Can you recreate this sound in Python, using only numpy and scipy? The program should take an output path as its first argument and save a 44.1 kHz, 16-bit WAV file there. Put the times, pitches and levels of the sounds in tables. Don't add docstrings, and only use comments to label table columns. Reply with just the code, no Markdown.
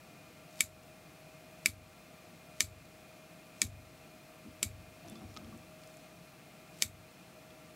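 import sys
import numpy as np
from scipy import signal
from scipy.fft import rfft, irfft
from scipy.io import wavfile
from scipy.ndimage import uniform_filter1d

SR = 44100
rng = np.random.default_rng(int(sys.argv[2]) if len(sys.argv) > 2 else 0)


def unload_audio(sound):
    columns = np.transpose(np.atleast_2d(sound))
    steps = np.round(np.clip(columns, -1, 1) * 32767)
    wavfile.write(sys.argv[1], SR, steps.astype(np.int16))


def ratio_of_db(decibels):
    return 10 ** (np.asarray(decibels, float) / 20)


N = 341775

# (frequency [Hz], level [dB per Hz])
AIR_HISS = [(15, -65), (25, -31), (70, -9), (113, -8), (161, 0.5), (199, -7), (324, -7), (447, -16.5),
            (570, -16.5), (618, -8.5), (854, -17), (1970, -19), (2440, -19.5), (3120, -21.5),
            (15700, -30.5)]
# (frequency [Hz], level [dB])
HISS_TOP = [(15750, 0), (15950, -30)]
# (frequency [Hz], width [Hz], rms level [dB])
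DUCTS = [(171, 21.5, -68.5), (310.4, 42, -72), (490, 38, -71), (640, 76, -75.5), (696.5, 21, -70.5),
         (776, 21.7, -93), (1179, 45, -73.5), (1359, 15, -75), (2126, 47, -74), (2428, 45, -70.5),
         (2650, 63, -73.5), (4190, 77, -79)]
# (frequency [Hz], rms level [dB])
FAN_TONES = [(628, -64.5), (790, -76), (2445, -74.5)]

# (time [s], length [s], desk shake [dB], bearing rub [dB])
TWISTS = [
    (5.034, .16, -53.5, -52),
    (5.21, 0.091, -60, -63),
    (5.334, 0.21, -55.5, -62),
    (5.512, 0.086, -64, -69),
]
# (time [s], length [s], level [dB])
SLEEVE = [
    (4.91, .04, -60),
    (5.04, 0.11, -58.5),
    (5.26, 0.16, -65),
    (5.76, 0.29, -62),
]
GRIP_S, LET_GO_S, RUB_T60_S = 0.04, 0.31, 0.82
# (frequency [Hz], width [Hz], level [dB])
RUMBLE = [(50, 25, -14), (98, 28, 3), (133, 23, -4), (216, 22, 7), (331, 30, 0.5)]
# (time [s], peak [dB], centre [Hz], t60 [s])
TICKS = [(.833, -51, 6400, 0.011), (2.8544, -53, 5000, .008), (5.0589, -53, 3700, .01),
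         (5.084, -46, 5900, .006), (5.098, -42.5, 8500, .008), (5.154, -49, 4800, 0.055),
         (5.3414, -47, 4900, 0.0086), (5.345, -51, 9000, .006), (5.365, -39, 3850, 0.014),
         (5.3718, -40, 3500, .012), (5.372, -40, 4900, .012), (5.446, -49, 3600, .012),
         (5.576, -49, 7500, .006), (5.817, -53, 5500, 0.0054), (5.8356, -49, 4000, .008),
         (5.8743, -47, 7450, .008), (5.9414, -53, 9060, 0.0053), (5.97, -49, 7160, .01),
         (7.504, -49.5, 3300, .015)]
# (time [s], peak [dB], frequency [Hz], t60 [s])
VISE_RINGS = [(5.05, -53, 745, .2), (5.093, -56, 3500, .14), (5.157, -57, 3490, .15),
              (5.155, -55, 1150, .07), (5.21, -53, 750, .25), (5.205, -70, 5560, .5),
              (5.295, -68, 5680, .3), (5.365, -44, 1270, .035), (5.3713, -45, 1270, .035),
              (5.367, -48, 420, .04), (5.371, -52, 850, .03), (5.371, -49, 2200, .015),
              (5.446, -53, 1290, .025), (5.372, -48, 3450, .025), (5.515, -59, 2700, .06),
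              (5.527, -54, 1150, .09), (5.446, -55, 3400, .025)]

# (time [s], knock [dB], sway [dB], handles [dB])
BUMPS = [
    (0.606, -45, -49, -42.5),
    (1.659, -38, -43.5, -39),
    (2.607, -42, -42.5, -38),
    (3.618, -35, -38.5, -39.5),
    (4.452, -41, -55.5, -69),
    (4.629, -38.5, -40, -39),
    (5.218, -42, -47.5, -54),
    (5.415, -44, -53, -57),
    (5.527, -48, -54, -60),
    (6.822, -42, -45.5, -41),
]
# (frequency [Hz], level [dB], t60 [s])
DESK_KNOCK = [(216.5, 4.5, 0.11), (249.5, -6.5, 0.24), (301.5, -0.5, 0.12), (392, -15.5, 0.22)]
# (frequency [Hz], level [dB], t60 [s])
DESK_SWAY = [(51.5, -13, 1), (75.5, -5.5, 0.64), (84, -5.5, 0.51), (98.5, -0.5, 0.63), (106, -19, 0.56),
             (125.4, -11, 1)]

SHUT_TIMES = [.6062, 1.6589, 2.6055, 3.6172, 4.629, 6.8223]
# (length [s], cutting at its end [dB], last tuft [dB])
STROKES = [(0.099, -57, -44), (.09, -64, -50), (0.11, -62, -52), (0.065, -63, -63), (0.064, -72, -58),
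           (0.097, -57.5, -46)]
CUT_DB_PER_S, TUFT_DB_PER_S, TUFT_LEAD_S = 122, 2400, 0.003
# (time [s], peak [dB])
STRANDS = [(.5094, -56), (.543, -53), (.558, -52), (.573, -46), (0.585, -49), (.5955, -47), (.601, -50),
           (2.5975, -50), (3.5654, -56), (3.585, -55), (3.6085, -50), (6.7445, -53), (6.7594, -54),
           (6.776, -50), (6.789, -47), (6.807, -50), (6.8145, -42), (1.6578, -36), (2.6035, -46),
           (3.6152, -42), (4.6262, -44), (4.6277, -38)]

# (shank [dB], blade [dB], tip [dB], edge [dB])
SNIP_COLOURS = [(-4.5, -6.5, -2.5, -2.5), (-3, -7.5, -4.5, -4), (-7.5, -3.5, -5.5, -6),
                (-7.5, -7.5, -3.5, -8), (-13, -12, -8, -9), (-6.5, -5, -6, -4.5)]
# (frequency [Hz], level [dB], t60 [s])
BLADE_MODES = [(1835, -8.5, 0.044), (2276, -0.5, 0.058), (2640, -16.5, 0.023), (3360, -15, 0.021),
               (3765, -5.5, 0.032), (4350, -6, 0.034), (4710, -6.5, 0.029), (5220, -9.5, 0.047),
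               (5930, -8, 0.03), (6720, -8, 0.016), (7420, -5, 0.0233), (8030, -2.5, 0.024),
               (9420, -5, .022), (11180, -5, 0.013)]
# (frequency [Hz], level [dB per Hz])
LAST_CRACK = [(300, -44), (1450, -14), (2400, -3), (3000, -6), (7500, -3), (12200, -14.5), (15300, -15),
              (16400, -44)]
# (delay [s], level [dB])
WALLS = [(.0065, -13), (.0114, -14.5), (.0172, -29), (.0226, -44), (.031, -44)]
# (frequency [Hz], level [dB per Hz])
ECHOES = [(530, -62), (900, -34), (1070, -8.5), (1560, -8), (2300, -9), (3000, -11), (3600, -0.5),
          (4710, -5.5), (5320, -4), (7950, -3), (8980, -12), (11700, -3), (15000, -11), (15900, -20),
          (16500, -35)]
# (frequency [Hz], width [Hz], level [dB])
LINGER = [(2277, 120, 1), (3790, 120, -5), (4580, 190, -3.5), (6400, 200, -3.5), (7270, 160, 2),
          (8100, 180, 1), (9750, 200, -0.5), (11460, 260, -7)]
# (frequency [Hz], level [dB])
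ROOM_TOP = [(15800, 0), (16100, -25)]
ROOM_T60_S, ROOM_DB, ROOM_FOLLOW = 0.14, -31.5, 0.45

# (frequency [Hz], left minus right [dB])
PORTS = [(700, 1.55), (1200, 1.1), (2500, 1.25), (5000, 1.35), (9000, 1.45), (13000, 1.3)]
# (frequency [Hz], level [dB])
TREBLE_END = [(16500, 0), (16800, -60)]


def fade(t, t60):
    return (t >= 0) * np.exp(-np.log(1000) * np.maximum(t, 0) / t60)


def unit(x):
    return x / np.sqrt(np.mean(x ** 2))


def noise(size=N):
    return rng.standard_normal(size)


def band(x, hz, width):
    return signal.lfilter(*signal.iirpeak(hz, hz / width, fs=SR), x)


def above(x, hz):
    return signal.sosfilt(signal.butter(3, hz, "high", fs=SR, output="sos"), x)


def colour(x, points):
    hz, db = np.transpose(points)
    grid = np.maximum(np.fft.rfftfreq(len(x), 1 / SR), 1)
    gain = ratio_of_db(np.interp(np.log(grid), np.log(hz), db))
    return irfft(rfft(x) * gain, len(x))


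def walk(rate, size=N):
    span = int(SR / rate)
    return unit(uniform_filter1d(uniform_filter1d(noise(size), span), span))


def ring(modes, t, phases):
    return sum(ratio_of_db(db) * fade(t, t60) * np.sin(2 * np.pi * hz * t + phase)
               for (hz, db, t60), phase in zip(modes, phases))


def add(out, s, x):
    i = int(s * SR)
    out[i:i + len(x)] += x[:N - i]


def room():
    air = colour(unit(colour(noise(), AIR_HISS)) * ratio_of_db(-57.5), HISS_TOP)
    ducts = sum(ratio_of_db(db) * unit(band(noise(), hz, width)) for hz, width, db in DUCTS)
    turns = np.cumsum(1 + 0.002027 * walk(2.917)) / SR
    tones = sum(ratio_of_db(db + 3 + 1.8 * walk(6)) * np.sin(2 * np.pi * hz * turns) for hz, db in FAN_TONES)
    return air + ducts + tones


def moves(rows):
    t = np.arange(N) / SR
    return sum(ratio_of_db(db) * np.clip((t - s) / GRIP_S, 0, 1) * fade(np.maximum(t - s - hold, 0), LET_GO_S)
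               for s, hold, db in rows)


def vise():
    shake = unit(sum(ratio_of_db(db) * unit(band(noise(), hz, width)) for hz, width, db in RUMBLE))
    out = shake * moves([(s, length, db) for s, length, db, _ in TWISTS])
    time = np.arange(N) / SR
    rub = sum(ratio_of_db(db) * moves([(s, 0, 0)]) ** .5 * fade(time - s, RUB_T60_S) for s, *_, db in TWISTS)
    out += unit(band(noise(), 706, 54)) * rub
    rustle = unit(band(noise() * ratio_of_db(2.9 * walk(200)), 3400, 5300))
    out += rustle * moves(SLEEVE) * ratio_of_db(-7.5)
    t = np.arange(SR // 8) / SR
    for s, db, hz, t60 in TICKS:
        burst = noise(len(t)) * fade(t, t60)
        tick = band(band(burst, hz, 0.51 * hz), hz, 0.58 * hz)
        add(out, s, tick * ratio_of_db(db) / np.abs(tick).max())
    for s, db, hz, t60 in VISE_RINGS:
        add(out, s, ring([(hz, db, t60)], t, [0]) * ratio_of_db(1.4 * walk(280, size=len(t))))
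    return out


def thud(knock_db, sway_db, handle_db):
    t = np.arange(SR // 2) / SR
    handles = ring([(400, 1, .02), (520, 1, .015), (1050, 1, .012), (1250, 2, .012)], t, np.zeros(4))
    knock = ring(DESK_KNOCK, t, np.zeros(4)) * (1 - fade(t, 0.06))
    late = t - .018
    phases = [-2 * np.pi * hz * 0.0182 for hz, *_ in DESK_SWAY]
    sway = ring(DESK_SWAY, late, phases) * (1 - fade(late, 0.077))
    return above(ratio_of_db(knock_db) * knock + ratio_of_db(sway_db) * sway + ratio_of_db(handle_db) * handles, 46)


def closing():
    t, out = np.arange(N) / SR, 0
    for shut, (length, cut_db, tuft_db) in zip(SHUT_TIMES, STROKES):
        left = np.clip(shut - TUFT_LEAD_S - t, 0, 1)
        cutting = ratio_of_db(cut_db - CUT_DB_PER_S * left)
        pinch = ratio_of_db(tuft_db - TUFT_DB_PER_S * left)
        out = out + (t < shut) * (left < length) * (cutting + pinch)
    return out


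def hairs():
    sizes = ratio_of_db(np.minimum(2.5 * rng.exponential(size=N), 9))
    clicks = sizes * (rng.random(N) < 2500 / SR) * noise()
    out = (unit(clicks) + ratio_of_db(-11) * noise()) * closing()
    for s, db in STRANDS:
        add(out, s, ratio_of_db(db) * noise(132) * fade(np.arange(132) / SR, .004))
    return band(band(out, 4600, 8600), 4600, 8600) * ratio_of_db(4)


def blades(t, tilt):
    chance = rng.standard_normal((2, len(BLADE_MODES)))
    modes = [(hz * (1 + .003 * a), db + 2.5 * b, t60) for (hz, db, t60), a, b in zip(BLADE_MODES, *chance)]
    steel = ring(modes, t, rng.uniform(0, 2 * np.pi, len(modes)))
    crack = unit(colour(noise(len(t)), LAST_CRACK)) * fade(t, 0.0085) * ratio_of_db(8)
    contact = (1 - fade(t, .0014)) ** 2
    clamp = ratio_of_db(-14) + (1 - ratio_of_db(-14)) / (1 + np.exp(np.minimum((t - .0044) / .0002, 50)))
    snap = above(colour((steel + crack) * contact * clamp, tilt), 1120) * ratio_of_db(-13)
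    return snap - .7 * band(snap, 1600, 300)


def room_answer(t, tilt, snap):
    wall = sum(ratio_of_db(db + 1.8 * rng.standard_normal()) * np.roll(snap * fade(t, 0.019), int(s * SR))
               for s, db in WALLS)
    diffuse = unit(colour(colour(noise(len(t)), ECHOES), tilt / [1, 2]))
    rings = sum(ratio_of_db(db + 2 * rng.standard_normal()) * unit(band(noise(len(t)), hz, width))
                for hz, width, db in LINGER)
    tail = diffuse * fade(t, ROOM_T60_S) + ratio_of_db(-7.5) * rings * fade(t, 0.14)
    level = ratio_of_db(ROOM_DB + ROOM_FOLLOW * np.mean(tilt[:, 1]) + 1.4 * walk(470, size=len(t)))
    build_up = (1 - fade(t - .003, 0.0038)) * (t > .003)
    return colour(wall + tail * level * build_up, ROOM_TOP)


def snip(shank_db, blade_db, tip_db, edge_db):
    t = np.arange(SR // 4) / SR
    tilt = np.array([(2500, shank_db), (3500, blade_db), (5500, blade_db), (7500, tip_db), (11000, edge_db)])
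    snap = blades(t, tilt)
    return (snap + room_answer(t, tilt, snap)) * np.clip((.22 - t) / .05, 0, 1)


def scene():
    mid = room() + vise() + hairs()
    for s, *levels_db in BUMPS:
        add(mid, s, thud(*levels_db))
    for s, levels_db in zip(SHUT_TIMES, SNIP_COLOURS):
        add(mid, s, snip(*levels_db))
    ports = [colour(mid, [(hz, side * db / 2) for hz, db in PORTS]) for side in (1, -1)]
    hiss = [colour(above(noise(), 13000), HISS_TOP) for _ in ports]
    cavity = ratio_of_db(-24) * above(np.roll(mid, 5), 10800) * np.array([[1], [-1]])
    return np.array(ports) + cavity + ratio_of_db(-79) * np.array(hiss)


def band_limit(x):
    return signal.sosfilt(signal.butter(12, 16790, fs=SR, output="sos"), x)


def record(dry):
    keep = np.exp(-1 / (.09 * SR))
    loud = signal.lfilter([1 - keep], [1, -keep], np.mean(dry ** 2, axis=0))
    gain = (1 + loud / ratio_of_db(-40) ** 2) ** -.2
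    mix = np.array([colour(port, TREBLE_END) for port in dry * gain])
    return band_limit(mix)


dry = scene()
out = record(dry)
unload_audio(out)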